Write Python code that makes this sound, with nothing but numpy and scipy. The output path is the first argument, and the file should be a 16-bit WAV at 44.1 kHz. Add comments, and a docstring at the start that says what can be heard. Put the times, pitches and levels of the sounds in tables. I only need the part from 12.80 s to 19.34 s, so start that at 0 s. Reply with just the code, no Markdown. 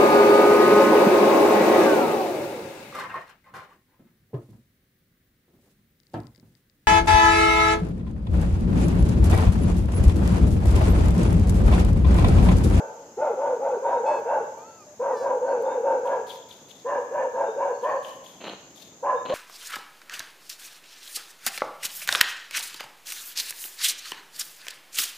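"""A paved yard among trees: one macaque gives four bouts of hoarse barks that the grove throws back.
Each bark mixes a fluttering fold tone with breath noise ringing the throat. Others coo in clean overtones,
grunt in chopped breath and squeak in pulsed trills and hiss. A far bird whistles in thin narrow noise.
Husks snap and rustle as tiny noise bursts, cicadas whine as ringing clicks, the air hums as shaped noise."""
import sys
import numpy as np
from scipy import signal
from scipy.fft import rfft, irfft
from scipy.io import wavfile
from scipy.ndimage import uniform_filter1d

SR = 44100
rng = np.random.default_rng(int(sys.argv[2]) if len(sys.argv) > 2 else 0)


def store_wav(level_fs):
    """Save 16-bit WAV to argv[1]."""
    pcm = np.round(np.clip(np.atleast_2d(level_fs), -1, 1) * 32767)
    wavfile.write(sys.argv[1], SR, pcm.T.astype(np.int16))


N = 288414  # length [samples]


def amp(db):
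    """Decibels to an amplitude factor."""
    return 10 ** (np.asarray(db) / 20)


def evened(x):
    """Scales a sound to rms 1."""
    return x / np.sqrt(np.mean(abs(x) ** 2) + 1e-20)


def read(points, hz):
    """Reads a (frequency, value) table at hz, straight lines on a log frequency axis."""
    f, value = np.transpose(points)
    return np.interp(np.log(hz + 1), np.log(f + 1), value)


def curves(rows):
    """Turns rows of (time, values...) into one smooth-running curve per value."""
    s, *columns = np.transpose(rows)
    t = np.arange(s[0], s[-1], 1 / SR)
    return [np.interp(t, s, c) for c in columns]


def add(mix, s, sound):
    """Lays a sound into the mix at s seconds, cut at the end of the mix."""
    part = mix[round(s * SR):][:len(sound)]
    part += sound[:len(part)]


def resonate(x, hz, width, order=2):
    """A resonance that can move: shifts the curve hz to zero, smooths, shifts back."""
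    turn = np.exp(2j * np.pi * np.cumsum(hz * np.ones(len(x))) / SR)
    r = np.exp(-np.pi * width / SR)
    low = x / turn
    for _ in range(order):
        low = signal.lfilter([1 - r], [1, -r], low)
    return 2 * (turn * low).real


def wobble(n, hz):
    """Slow chance of rms about 1, moving up to about hz."""
    span = max(int(SR / hz / 2), 1)
    once = uniform_filter1d(rng.standard_normal(n + 4000), span)
    return evened(uniform_filter1d(once, span))[2000:n + 2000]


def coloured(x, points):
    """Weights the spectrum of x by a (frequency, level) table."""
    return irfft(rfft(x) * amp(read(points, np.fft.rfftfreq(len(x), 1 / SR))), len(x))


# The caller's barks: (time [s], length [s], effort [dB], top pitch [Hz], mouth resonance [Hz],
# mouth opening [dB], rasp resonance [Hz], rasp [dB]); wobbles and bends play around these
BARKS = [(0.368, 0.18, -24.5, 569, 871, -1.5, 1385, -17), (0.566, 0.22, -24.5, 566, 886.4, -4, 1430, -17.5),
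         (0.787, 0.22, -25.5, 532.2, 886, -4.5, 1440, -16.5),
         (1.016, 0.22, -26, 548.4, 918.7, 1.5, 1530, -20.5), (1.227, 0.2, -26, 564.4, 889, 1, 1530, -19),
         (1.45, 0.2, -26.5, 570, 899.7, 1, 1578, -16.5), (2.192, 0.19, -24.5, 556, 943.5, -3, 1510, -18),
         (2.398, 0.2, -24, 563.4, 922.4, -4.5, 1513, -17),
         (2.608, 0.23, -24, 553, 905.4, -6.5, 1527, -16.5),
         (2.817, 0.22, -25, 539.6, 917, -5.5, 1540, -16.5),
         (3.027, 0.2, -23, 545.4, 907, -4.5, 1550, -16.5), (3.224, 0.21, -27.5, 537, 939, -1, 1597, -16),
         (4.044, 0.1953, -25.5, 575.7, 998, -3, 1730, -14),
         (4.307, 0.2, -25.5, 562.2, 973, -4.5, 1730, -13.5),
         (4.531, 0.2, -26, 555.8, 931, -2.5, 1627, -15.5), (4.758, 0.21, -26.5, 553, 970, -2, 1670, -16.5),
         (5.021, 0.19, -27, 582.7, 1027, 0, 1790, -15.5), (6.224, 0.16, -27, 586, 1004, 3, 1670, -18.5),
         (6.493, 0.22, -21.5, 623, 1030, -9.5, 1730, -13)]
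# Top of the throat, for a rasp at 1500 Hz: (frequency [Hz], width [Hz], level relative to the rasp [dB])
THROAT_TOP = [(2183, 250, -15), (2602, 100, -18.5)]
# First bark of each bout: (time [s])
BOUT_STARTS = [0.37, 2.195, 4.043, 6.225]
EDGE_PITCH, SAG_HZ = .475, 49.6  # end pitch as a share of mouth resonance; total sag along the bark
SCOOP_HZ, SCOOP_S = 31.5, 0.013  # the voice slides up into the bark
SWELL_DB, TIRING_DB_PER_S = 4.5, -4.5  # early barks of a bout swell, later ones fade
HALF_DB = -28.5  # faint line at half pitch, relative to effort


def bark(s, length, effort_db, top_hz, mouth_hz, mouth_db, rasp_hz, rasp_db):
    """Unsteady folds arch in pitch and flutter; breath noise rings the throat most while the mouth is widest."""
    n = int(length * SR)
    u = np.linspace(0, 1, n)  # progress through the bark
    opening = np.sin(np.pi * u ** .78)
    edge_hz = EDGE_PITCH * mouth_hz
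    pitch = edge_hz - SAG_HZ * (u - .5) + (top_hz - edge_hz) * opening
    pitch = pitch - SCOOP_HZ * np.exp(-u * length / SCOOP_S)
    breath = rng.standard_normal(n + 2000)

    # voiced tone of the folds
    jitter = 1 + .03 * wobble(n, 60) + .03 * wobble(n, 15)
    phase = 2 * np.pi * np.cumsum(pitch * jitter) / SR
    unsteady = np.minimum(u / .3, 1)  # the folds start firm
    beating = np.sin(2 * np.pi * np.cumsum(35 + 9 * wobble(n, 20)) / SR)
    flutter = 1.4 - .4 * unsteady + unsteady * (.3 * wobble(n, 60) + .33 * beating)
    low = flutter * np.sin(phase) + .42 * opening * evened(resonate(breath[:n], pitch, 200))

    # breath through mouth and throat, gated by strong-weak fold beats
    puffs = breath[:n] * (1 + .5 * np.cos(phase / 2))
    bend = 0.935 + 0.084 * opening + 0.035 * wobble(n, 18)  # the jaw wavers
    high = evened(resonate(puffs, mouth_hz * bend, 80))
    high = high + amp(-4.5) * evened(resonate(breath[500:n + 500], 0.803 * mouth_hz, 350))
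    rasp = evened(resonate(breath[2000:], rasp_hz * bend, 90))
    rasp = rasp + amp(-1.5) * evened(resonate(puffs, .91 * rasp_hz * bend, 200))
    for hz, width, db in THROAT_TOP:
        ring = evened(resonate(puffs, hz * (rasp_hz / 1500) ** 0.48, width))
        rasp = rasp + amp(db + 2.2 * wobble(n, 23)) * ring
    high = (high + amp(rasp_db) * rasp) * (1 + 0.2 * (flutter - 1))  # the flutter chops the breath too

    since_start = min(abs(s - b) for b in BOUT_STARTS if b < s + .05)
    fade_db = SWELL_DB + TIRING_DB_PER_S * since_start
    shape = np.minimum(1, np.minimum(u / 0.063, (1 - u) / 0.18)) * amp(fade_db * (u - .5))
    voice = evened(low) + amp(mouth_db) * high * (0.15 + opening ** 2)
    thin = signal.butter(4, 320, "high", fs=SR, output="sos")
    half = amp(HALF_DB) * flutter * np.sin(phase / 2) * shape
    return amp(effort_db) * (half + signal.sosfilt(thin, voice * shape))


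# Clean coos, one table each: (time [s], pitch [Hz], level [dB])
COOS = [
    [(1.25, 838, -50), (1.28, 863, -52), (1.37, 872, -55), (1.41, 844, -58)],
    [(1.76, 561, -43), (1.83, 620, -48), (1.89, 678, -46.5), (1.98, 660, -50.5), (2.05, 578, -40)],
    [(2.06, 620, -46.5), (2.1, 587, -49), (2.15, 604, -50)],
    [(2.27, 649, -55), (2.31, 664, -40.5), (2.36, 590, -45), (2.43, 573, -48), (2.49, 523, -57)],
]
# Mouth colour of each coo: (frequency [Hz], level [dB])
COO_MOUTHS = [
    [(870, -2), (1740, -17), (2600, 4), (3500, -10.5), (4350, -9), (5200, -13), (6100, -28), (7800, -13),
     (8700, -39)],
    [(650, -29), (1300, -6), (1950, -33.5), (2280, -19), (2700, -22.5), (3200, -50)],
    [(600, -0.5), (1200, -36.5), (9000, -75)],
    [(600, -15), (1200, -3), (1900, -7), (2500, -26), (5200, -12.5), (7000, -25), (9000, -26), (11000, -35),
     (14000, -32)],
]
# Time until the lips are open and the high overtones sound, per coo: (time [s])
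COO_OPENING = [0.014, .02, .02, 0.1]


def coo(rows, mouth, opening):
    """Steady folds: clean overtones weighted by the mouth; the high ones come as the lips open."""
    hz, db = curves(rows)
    n = len(hz)
    shut_db = -25 * np.clip(1 - np.arange(n) / SR / opening, 0, 1) ** .5
    phase = 2 * np.pi * np.cumsum(hz * (1 + 0.0031 * wobble(n, 40))) / SR
    tone = np.zeros(n)
    for k in range(1, 26):
        lips_db = shut_db * np.minimum(k * hz / 4000, 1) ** 2
        tone += amp(read(mouth, k * hz) + lips_db) * np.sin(k * phase)
    return amp(db) * np.sqrt(2) * tone * signal.windows.tukey(n, .2)


# Rough grunts close by, one table each: (time [s], level [dB])
GRUNTS = [
    [(5.6, -46), (5.645, -42)],
    [(5.638, -34), (5.72, -37.5), (5.79, -65)],
    [(6.45, -36.5), (6.497, -45)],
    [(6.49, -35), (6.54, -31.5)],
]
# Mouth colour of the grunts: (frequency [Hz], level [dB per Hz])
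GRUNT_MOUTH = [(90, -30), (200, -0.5), (540, 2), (1200, -7), (2100, -13.5), (3050, -7), (3500, -15.5),
               (4200, -9.5), (4800, -29.5), (12000, -44)]


def grunt(rows):
    """Breath chopped by uneven fold beats, around 325 a second."""
    db, = curves(rows)
    n = len(db)
    beats = np.cumsum(325 + 60 * wobble(n, 80)) / SR
    gate = .05 + np.exp(-(beats % 1) / .15)
    puffs = gate * amp(3.5 * wobble(n, 90)) * rng.standard_normal(n)
    return amp(db) * evened(coloured(puffs, GRUNT_MOUTH)) * signal.windows.tukey(n, 500 / n)


# Infant squeaks, levels before placing left:
# (time [s], trill level [dB], trill pitch [Hz], trill length [s], breath hiss level [dB])
SQUEAKS = [(3.251, -47, 3170, 0.015, -65.5), (3.464, -39.5, 3490, 0.05, -52),
           (3.684, -41.5, 3510, 0.022, -57), (3.88, -45.5, 3540, 0.027, -57),
           (5.009, -51, 3070, 0.039, -61.5), (5.222, -40, 3020, 0.019, -53),
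           (5.436, -44, 3340, 0.021, -55.5), (5.951, -50, 3580, 0.024, -54)]
# Hiss colour, slid along so that its third row lands on the trill: (frequency [Hz], level [dB per Hz])
HISS = [(1500, -12.5), (3300, -3.5), (3620, 3.5), (3950, -1), (8300, -16), (9800, -13), (12500, -11.5),
        (15500, -14.5)]


def squeak(trill_db, trill_hz, length, hiss_db):
    """A falling trill of short pulses and a crackly puff of hiss that rings at the same pitch and dies away."""
    t = np.arange(SR // 4) / SR
    n = len(t)
    colour = [(f * trill_hz / HISS[2][0], db) for f, db in HISS]
    hiss = evened(coloured(rng.standard_normal(n), colour))
    hiss = hiss * amp(2.5 * wobble(n, 25) + 2 * wobble(n, 500))  # grainy, in clumps
    ring = evened(resonate(rng.standard_normal(n), trill_hz * (1 + 0.012 * wobble(n, 11)), 380))
    ring = ring * amp(3.5 * wobble(n, 60)) * np.clip(t / .03 - .5, 0, 1) * np.exp(-(t / .2) ** 4)
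    hiss = hiss * np.minimum(t / 0.007, 1) * np.exp(-(t / 0.13) ** 2) + amp(-8.5) * ring

    u = np.clip((t - .018) / length, 0, 1)  # progress through the trill
    beats = np.cumsum(270 * (1 + 0.13 * wobble(n, 110))) / SR
    gate = np.cos(np.pi * beats) ** 4
    shape = np.sin(np.pi * u) ** 3.9
    glide = trill_hz * (1.04 - 0.14 * u) * (1 + 0.057 * wobble(n, 300))
    trill = np.sin(2 * np.pi * np.cumsum(glide) / SR) * gate * shape

    # a quick upward flick opens the squeak
    phase = 2 * np.pi * np.cumsum(trill_hz * (0.85 + 22 * t)) / SR
    flick = (np.sin(phase) + 0.53 * np.sin(3 * phase)) * np.sin(np.pi * np.minimum(t / 0.006, 1))
    return amp(trill_db) * 2 * trill + amp(hiss_db) * (hiss + amp(-8.5) * flick)


# Echo decay of the grove by band: (frequency [Hz], time to fall 60 dB [s])
GROVE = [(300, 0.95), (800, 0.91), (2000, 0.78), (4000, 0.75), (12000, 0.042)]
# Left-right likeness of echoes and air: (frequency [Hz], likeness [0 to 1])
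SAME = [(60, 0.95), (400, 0.99), (800, 0.97), (1250, 0.17), (3000, 0.053)]


def grove(x):
    """Sparse echoes from trunks and paving, each band dying at its own speed; treble scatters more, both sides."""
    taps = np.zeros((3, SR))  # one shared set, then one for each ear
    at = np.arange(300, SR - 20, 20) + rng.integers(0, 20, (3, (SR - 301) // 20))
    np.put_along_axis(taps, at, rng.choice([-1., 1.], at.shape), 1)
    hz, t, z = signal.stft(taps, SR, nperseg=256)
    same = np.clip(read(SAME, hz), 0, 1)[:, None]
    z = same * z[0] + np.sqrt(1 - same ** 2) * z[1:]
    decay_db = -60 * t / read(GROVE, hz)[:, None]
    tail = signal.istft(z * amp(decay_db + 7.4 * (1 - same)), SR, nperseg=256)[1]
    tail = tail / np.linalg.norm(tail[0])
    return signal.fftconvolve(x[None], tail, axes=1)[:, :len(x)]


# Far bird, levels before placing left: (start [s], end [s], start pitch [Hz], level [dB])
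WHISTLES = [(1.035, 1.225, 3610, -69), (1.699, 2.143, 4340, -75), (2.604, 2.903, 4360, -71.5),
            (2.836, 2.987, 3540, -64.5), (4.63, 4.796, 3585, -66), (4.864, 5.33, 4360, -69.5),
            (5.718, 5.95, 4360, -73), (6.345, 6.45, 3580, -63)]


def whistle(length, hz, db):
    """A thin tone of narrow noise that glides up a little, blurred by distance."""
    n = int(length * SR)
    glide = hz * (1 + 0.034 * np.sin(1.9 * np.linspace(0, 1, n)))
    tone = evened(resonate(rng.standard_normal(n), glide, 55))
    return amp(db) * tone * signal.windows.tukey(n, .5)


# Dry husks snapping, levels before placing left: (time [s], level [dB])
TICKS = [(1.4007, -45), (1.785, -52), (2.343, -53), (2.824, -48)]


def tick(db):
    """A snap of bright noise that dies within about a millisecond."""
    t = np.arange(130) / SR
    return amp(db) * np.diff(rng.standard_normal(131)) * np.exp(-t / .0006)


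CICADA_DB = -55  # level before the throb


def cicadas():
    """Many tymbals clicking out of step ring two broad neighbouring resonances, differently at each ear."""
    clicks = rng.standard_normal((2, N)) * (rng.random((2, N)) < .3)
    choir = [resonate(c, 6516, 770) + amp(-5.5) * resonate(c[::-1], 7190, 580) for c in clicks]
    throb = amp([.8 * wobble(N, 40) for _ in clicks])
    return amp(CICADA_DB) * evened(np.array(choir)) * throb


RUSTLE_DB, RUSTLE_PER_S = -69.5, 200  # level; crackle rate before clumping


def rustle():
    """Tiny dry crackles of husks and fur, in clumps, different at each ear."""
    chance = RUSTLE_PER_S * amp(5 * wobble(N, 3.2)) / SR
    sizes = amp(5.3 * np.minimum(rng.exponential(1, (2, N)), 5))
    sizes = sizes * (rng.random((2, N)) < chance)
    snap = rng.standard_normal(120) * np.exp(-np.arange(120) / 30)
    crackle = [resonate(signal.oaconvolve(side, snap)[:N], 19000, 5000) for side in sizes]
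    return amp(RUSTLE_DB) * evened(np.array(crackle))


# Colour of the humming air: (frequency [Hz], level [dB per Hz])
AIR = [(25, -64.5), (65, -18), (110, -7), (250, -4), (600, -7), (1100, -13.5), (2400, -20.5), (4500, -24),
       (5300, -18), (8600, -36.5), (13000, -28.5), (15500, -33)]
AIR_DB = -53.5


def air():
    """Random short-time spectra with drifting patches; bass alike in both ears."""
    frames, hz = N // 256 + 5, np.fft.rfftfreq(1024, 1 / SR)
    a, b, c, d, patches = rng.standard_normal((frames, 513, 5)).T
    patches = evened(uniform_filter1d(uniform_filter1d(patches, 12, 0), 14, 1))
    same = np.clip(read(SAME, hz), -1, 1)[:, None]
    left = a + 1j * b
    right = same * left + np.sqrt(1 - same ** 2) * (c + 1j * d)
    z = np.array([left, right]) * amp(read(AIR, hz)[:, None] + 1.5 * patches)
    return amp(AIR_DB) * evened(signal.istft(z, nperseg=1024, noverlap=768)[1][:, :N])


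def scene():
    """Places every voice, sends it into the grove and lays the background under it."""
    lead = SR // 4  # a bark that has just ended still rings in the grove
    caller = np.zeros(N + lead)
    troop, near, cooing = np.zeros((3, N))
    add(caller, .08, bark(*BARKS[5]))
    for s, *row in BARKS:
        add(caller, s + lead / SR, bark(s, *row))
    for rows, mouth, opening in zip(COOS, COO_MOUTHS, COO_OPENING):
        add(cooing, rows[0][0], coo(rows, mouth, opening))
    for rows in GRUNTS:
        add(near, rows[0][0], grunt(rows))
    for s, *row in SQUEAKS:
        add(troop, s, squeak(*row))
    for s, end, *row in WHISTLES:
        add(troop, s, whistle(end - s, *row))
    for s, db in TICKS:
        add(troop, s, tick(db))
    direct = np.array([caller[lead:], caller[lead - 3:-3]])  # the right port is a little farther
    barks = amp(-1.5) * direct + amp(-8) * grove(caller)[:, lead:]
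    left_side = troop * amp([[5.], [-7.]])
    close = amp(-13) * cooing  # close callers stir little echo
    echoes = amp(-9.5) * grove(near + troop + close)
    return barks + near + cooing + echoes + left_side + cicadas() + rustle() + air()


# Balance of the two ports: (frequency [Hz], left over right [dB])
LEAN = [(100, 1.5), (2000, -0.15), (6000, 1), (13000, 2)]
EDGE_HZ = 15540  # upper band limit


def record(dry):
    """The left port hears more treble, deep bass is cut; then the band limit."""
    lean = read(LEAN, np.fft.rfftfreq(N, 1 / SR)) / 2
    ports = irfft(rfft(dry) * amp([lean, -lean]), N)
    ports = signal.sosfilt(signal.butter(2, 55, "high", fs=SR, output="sos"), ports)
    limit = signal.firwin(2047, EDGE_HZ, window=("kaiser", 12), fs=SR)
    return signal.oaconvolve(ports, limit[None], "same")


dry = scene()
out = record(dry)
store_wav(out)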